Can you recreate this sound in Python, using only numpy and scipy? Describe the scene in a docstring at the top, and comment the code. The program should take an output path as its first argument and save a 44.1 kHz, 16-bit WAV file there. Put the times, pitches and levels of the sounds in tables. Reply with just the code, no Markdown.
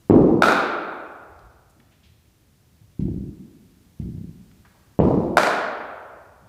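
"""A bat cracks against a ball in the practice nets of a large sports hall, one microphone behind the stumps.
Twice the ball thuds on the matted floor and the stroke follows, sounding the blade's bending modes;
in between the batter taps the bat on the mat. Every blow comes back off the nets or walls and sets the
hall ringing. Shoes and pads scuff faintly over the rumble of the building."""
import sys
import numpy as np
from scipy import signal
from scipy.fft import rfft, irfft
from scipy.io import wavfile

SR = 44100
rng = np.random.default_rng(int(sys.argv[2]) if len(sys.argv) > 2 else 0)


def transcribe(signal):
    """Save signal, clipped to [-1, 1], as a 16-bit WAV file at the path in sys.argv[1]."""
    frames = np.atleast_2d(signal).T
    limited = np.clip(frames, -1, 1)
    pcm = np.round(limited * 32767).astype(np.int16)
    wavfile.write(sys.argv[1], SR, pcm)


N = 286164

# Bat on ball, just ahead of the microphone. 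Each row: start in seconds, hall energy in dB, direct sound
# in dB against that, first net echo's delay in seconds, net and wall echoes in dB against the direct sound.
BAT_STROKES = [(0.4218, 26.9, -7.8, .0125, -4.5, -5), (5.3707, 24.8, -6, .0085, -3.2, -8.5)]
# The contact, one list a stroke, the second harder. Each row: frequency in Hz, relative level in dB.
CRACK_SPECTRA = [
    [(80, -32), (230, -8), (450, -2.5), (780, 2), (1020, -3), (1300, 1.5), (1600, -5), (1900, -11.5),
     (2500, -12.5), (3000, -20.5), (4200, -16.5), (5500, -23), (9000, -28.5), (15000, -36.5)],
    [(80, -36), (230, -8), (450, -3.5), (700, 2), (1050, -1.5), (1350, -2.5), (1800, -6), (2400, -16),
     (3000, -16.5), (4300, -16), (5500, -20.5), (9000, -25.8), (15000, -38.5)],
]
# The blade's bending modes. Each row: centre and width in Hz, lift in dB in the first and second stroke.
BLADE_MODES = [(315, 46, -3.5, 0), (610, 82, 2, 4.5), (1436, 280, 7, 5.5), (2400, 310, 5, 6.5),
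               (3620, 620, 6.5, -0.5)]
def bat_strokes(floor_s=.00135, floor_db=-2, wall_delays_s=(.0625, .1005)):
    """A hard contact excites the blade's bending modes, each according to where the ball meets it."""
    out = np.zeros(N)
    for k, (s, db, direct_db, net_s, net_db, wall_db) in enumerate(BAT_STROKES):
        modes = [(centre, width, lifts[k]) for centre, width, *lifts in BLADE_MODES]
        pulse = impact(lambda hz: at_hz(CRACK_SPECTRA[k], hz) + resonances(modes, hz))
        crack = crunched(pulse)
        nets = echo_run(net_s, gap_s=.003, first_db=net_db, loss_db=1.2, count=3)
        walls = [(delay, wall_db) for delay in wall_delays_s]
        add(out, s, from_db(db) * in_hall(pulse, crack, direct_db, nets + walls))
        add(out, s + floor_s, from_db(db + direct_db + floor_db) * crack)   # reflection off the floor
    return out


def crunched(pulse, split_hz=3900):
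    """The ball crushes the wood fibres for a moment, spreading the contact's treble into a tiny burst."""
    body = signal.sosfilt(signal.butter(3, split_hz, fs=SR, output="sos"), pulse)
    edge = signal.sosfilt(signal.butter(3, split_hz, "high", fs=SR, output="sos"), pulse)
    fibres = noise_burst(decay_s=.0009, size=512)
    return body + signal.fftconvolve(edge, fibres)[:len(pulse)]


# The ball landing further down the net. Each row: start in seconds, hall energy in dB, direct sound
# in dB against that.
BALL_BOUNCES = [(0.0985, 32.6, -13.2), (4.9910, 25.8, -11.3)]
# Ball on mat, one list a bounce. Each row: frequency in Hz, relative level in dB.
BOUNCE_SPECTRA = [
    [(25, -21.5), (55, -9), (110, -6), (200, 1), (340, 2), (460, -1.5), (630, -13.5), (830, -15.5),
     (1200, -24), (1500, -38.5), (2500, -50.5), (12000, -100)],
    [(25, -20), (55, -7.5), (110, -5), (190, 2), (340, -4.5), (520, -5.5), (650, -10), (780, -15),
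     (950, -15.5), (1500, -38.5), (2500, -51), (12000, -100)],
]
def ball_bounces():
    """The ball thuds on the mat, with one strong reflection from close by."""
    return thuds(BALL_BOUNCES, BOUNCE_SPECTRA, near_echoes=[(.01, 3)])   # seconds, dB


# Taps at the batter's feet. Each row: start in seconds, hall energy in dB, direct sound in dB against that.
BAT_TAPS = [(2.9940, 13.8, -5.5), (3.9985, 7.8, -4.5)]
# Bat on mat, one list a tap, the second softer. Each row: frequency in Hz, relative level in dB.
TAP_SPECTRA = [
    [(25, -21), (55, -4.5), (130, -4), (180, -1), (270, -5.5), (350, -14.5), (500, -33), (750, -44),
     (1200, -66), (8000, -92)],
    [(25, -15), (55, -3), (130, 0), (180, 3), (270, -9), (350, -18.5), (500, -32), (750, -48), (1200, -59),
     (8000, -101)],
]
def bat_taps():
    """The toe of the bat knocks dully on the mat."""
    return thuds(BAT_TAPS, TAP_SPECTRA, near_echoes=[])


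# The floor under the mat. Each row: a mode's centre in Hz, width in Hz, lift in dB.
FLOOR_RESONANCES = [(97, 60, 3.5), (170, 45, 2.5), (340, 46, 5), (420, 6.7, 5)]
def thuds(blows, spectra, near_echoes, roof_trip_s=.0303):
    """The mat lengthens the contact and takes away the treble; the floor under it booms."""
    out = np.zeros(N)
    # The thud flutters between floor and roof, and comes back from the far end.
    flutter = echo_run(roof_trip_s, roof_trip_s, first_db=-3, loss_db=1, count=8)
    end_wall = [(.293, -10.5)]   # seconds, dB
    for (s, db, direct_db), spectrum in zip(blows, spectra):
        pulse = impact(lambda hz: at_hz(spectrum, hz) + resonances(FLOOR_RESONANCES, hz))
        add(out, s, from_db(db) * in_hall(pulse, pulse, direct_db, near_echoes + flutter + end_wall))
    return out


def in_hall(pulse, direct, direct_db, echoes):
    """A blow reaches the microphone directly, then off nets and walls, then as reverberation of energy 1."""
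    heard = unit_energy(signal.fftconvolve(pulse, hall_tail()))
    add(heard, 0, from_db(direct_db) * direct)
    for delay, echo_db in echoes:
        add(heard, delay, from_db(direct_db + echo_db) * scattered(pulse))
    return heard


def echo_run(first_s, gap_s, first_db, loss_db, count):
    """Paths of slightly uneven length give a fading run of echoes, each a delay in seconds and a dB gain."""
    slips = .1 * rng.uniform(-1, 1, count)
    return [(first_s + (k + slip) * gap_s, first_db - k * loss_db) for k, slip in enumerate(slips)]


def scattered(pulse, cutoff_hz=9000, spray_db=-3):
    """An uneven, soft surface returns the pulse duller and with a short spray of weaker copies."""
    spray = from_db(spray_db) * noise_burst(decay_s=.0022, size=1024)
    spray[0] += 1
    dull = signal.sosfilt(signal.butter(1, cutoff_hz, fs=SR, output="sos"), pulse)
    return unit_energy(signal.fftconvolve(dull, spray))


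# The hall all around the microphone. Each row: frequency in Hz, time to fall 60 dB in seconds.
HALL_DECAY = [(50, 1.1), (100, 0.73), (200, 1.19), (400, 1.54), (800, 1.6), (1500, 1.41), (2400, 1.25),
              (3600, .96), (6400, 0.53), (12800, 0.39)]
def hall_tail(build_s=.014, hold_s=.088, grain_s=.058, size=98304, bands=18):
    """Diffuse reflections: grainy at first, holding briefly, then dying fastest in the treble."""
    t, hz = np.arange(size) / SR, np.fft.rfftfreq(size, 1 / SR)
    grain_db = 3 * np.exp(-t / grain_s) * np.repeat(rng.standard_normal(size // 32), 32)
    reflections = rfft(rng.standard_normal(size) * from_db(grain_db))
    age = np.hypot(t, hold_s) - hold_s
    centres = np.geomspace(60, 14000, bands)
    tail = np.zeros(size)
    for weights, centre in zip(np.eye(bands), centres):
        band = irfft(reflections * np.interp(hz, centres, weights))
        tail += band * np.exp(-np.log(1000) * age / at_hz(HALL_DECAY, centre))
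    return tail * (1 - np.exp(-t / build_s))


# Shoes and gloves between strokes, near the microphone. Each row: start in seconds, peak rms in dB,
# centre in Hz, length in seconds.
STANCE_SCUFFS = [(1.390, -58, 3870, .0048), (1.694, -60, 7930, .013), (1.798, -53.5, 2030, .0055),
                 (1.910, -61, 2400, .027), (2.028, -58.5, 3000, .04), (4.514, -53.5, 2200, .0024),
                 (4.648, -52.5, 1250, .016), (4.740, -62.5, 850, .033)]
# The bat's toe knocks, then brushes the pile. Each row: delay in seconds, level in dB against the tap,
# centre in Hz, width in octaves, length in seconds.
TOE_RUBS = [(.003, -63.5, 680, .5, .011), (.006, -72.5, 2300, 1.4, .022)]
# Soft footfalls by the stumps. Each row: start in seconds, peak rms in dB, centre in Hz.
FOOTFALLS = [(1.29, -43.5, 70), (1.43, -46, 70), (1.76, -55, 220), (2.04, -51.5, 85), (2.71, -53.5, 118),
             (2.80, -49, 107), (4.58, -57, 45), (6.41, -49.5, 135)]
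def batter(scuff_octaves=1.05, step_octaves=.8, step_s=.042):
    """He strides to every bounce, brushes the mat with every tap and shuffles back into his stance."""
    rubs = [(s, db, hz, scuff_octaves, length) for s, db, hz, length in STANCE_SCUFFS]
    rubs += [(s + delay, db + rub_db, *shape) for s, db, _ in BAT_TAPS for delay, rub_db, *shape in TOE_RUBS]
    rubs += [rub for s, _, _ in BALL_BOUNCES for rub in stride(s)]
    steps = [(s, db, hz, step_octaves, step_s) for s, db, hz in FOOTFALLS]
    return movements(rubs, hall_db=-3.5) + movements(steps, hall_db=-6.5)


def stride(s, gap_s=.037, loss_db=1.3, count=7):
    """A shoe scuffs, then the pads rub at uneven moments, ever more faintly."""
    shoe = (s + .003, -46, 2200, .85, .03)   # start in seconds, dB, Hz, octaves, length in seconds
    moments = s + gap_s * (1 + np.arange(count) + rng.uniform(-.3, .3, count))
    pads = [(at, -56 - k * loss_db, 4000, 1.15, .024) for k, at in enumerate(moments)]
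    return [shoe] + pads


def movements(rows, hall_db, size=16384):
    """Brief rubs and pushes that swell and fade, with a little of the hall."""
    out, t = np.zeros(N), np.arange(size) / SR
    for s, db, centre_hz, octaves, length in rows:
        rub = coloured_noise(lambda hz: -40 * np.log10(1 + (np.log2((hz + 1) / centre_hz) / octaves) ** 2),
                             size)
        age = 2 * t / length
        add(out, s, from_db(db) * rub * age * np.exp(1 - age))
    reverberation = signal.fftconvolve(out, unit_energy(hall_tail()))[:N]
    return out + from_db(hall_db) * reverberation


# Room tone at the microphone. Each row: frequency in Hz, relative level in dB.
ROOM_TONE = [(25, -14.5), (55, -3.5), (100, -0.5), (180, -8.5), (330, -15), (500, -21), (950, -26),
             (2000, -28.5), (5000, -30), (10000, -33), (15000, -33)]
def building(rms_db=-55.6):
    """The building rumbles steadily, with a faint hiss."""
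    return from_db(rms_db) * coloured_noise(lambda hz: at_hz(ROOM_TONE, hz), N)


def impact(db_at, size=8192):
    """The shortest causal pulse with the spectrum db_at(Hz): a sudden start, then resonances ring out."""
    hz = np.fft.rfftfreq(size, 1 / SR)
    cepstrum = irfft(np.log(from_db(db_at(hz))))
    cepstrum[size // 2:] = 0
    return unit_energy(irfft(np.exp(rfft(2 * cepstrum))))


def resonances(modes, hz):
    """The lift in dB that modes give to a spectrum."""
    return sum(lift_db / (1 + (2 * (hz - centre) / width) ** 2) for centre, width, lift_db in modes)


def noise_burst(decay_s, size):
    """Dying noise of energy 1."""
    return unit_energy(rng.standard_normal(size) * np.exp(-np.arange(size) / SR / decay_s))


def coloured_noise(db_at, size):
    """Noise of rms 1 with the spectrum db_at(Hz)."""
    hz = np.fft.rfftfreq(size, 1 / SR)
    spectrum = rfft(rng.standard_normal(size)) * from_db(db_at(hz))
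    return unit_energy(irfft(spectrum, size)) * np.sqrt(size)


def at_hz(points, hz):
    """Read a table on a log-frequency axis."""
    known, values = np.transpose(points)
    return np.interp(np.log(hz + 1e-3), np.log(known), values)


def from_db(db):
    return 10 ** (np.asarray(db) / 20)


def unit_energy(x):
    return x / np.sqrt(np.sum(x ** 2) + 1e-20)


def add(track, s, sound):
    """Mix a sound in from time s on."""
    start = max(round(s * SR), 0)
    track[start:start + len(sound)] += sound[:N - start]


def gain_control(x, threshold_db=-20, slope=.3, attack_s=.008, recovery_db_per_s=1.15, size=1024):
    """Loud blows turn the recorder's gain down quickly; it creeps back over seconds."""
    level_db = 10 * np.log10(signal.fftconvolve(x ** 2, np.ones(size) / size, "same") + 1e-9)
    excess_db = np.maximum(level_db - threshold_db, 0)
    recovery_db = recovery_db_per_s * np.arange(N) / SR
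    cut_db = np.maximum.accumulate(slope * excess_db + recovery_db) - recovery_db
    pole = np.exp(-1 / (attack_s * SR))
    return x * from_db(-signal.lfilter([1 - pole], [1, -pole], cut_db))


def scene():
    """Strokes, thuds and the batter's movements over the building's rumble, in mono."""
    return (bat_strokes() + ball_bounces() + bat_taps() + batter() + building())[None]


def record(dry, low_cut_hz=30, high_cut_hz=15400):
    """The recorder loses the deepest bass, ducks its gain, flattens the highest peaks and cuts the top."""
    x = signal.sosfilt(signal.butter(2, low_cut_hz, "high", fs=SR, output="sos"), dry[0])
    x = gain_control(x)[None]
    x = x / (1 + (x / .95) ** 6) ** (1 / 6)
    return signal.sosfilt(signal.ellip(10, .1, 80, high_cut_hz, fs=SR, output="sos"), x)


dry = scene()
out = record(dry)
transcribe(out)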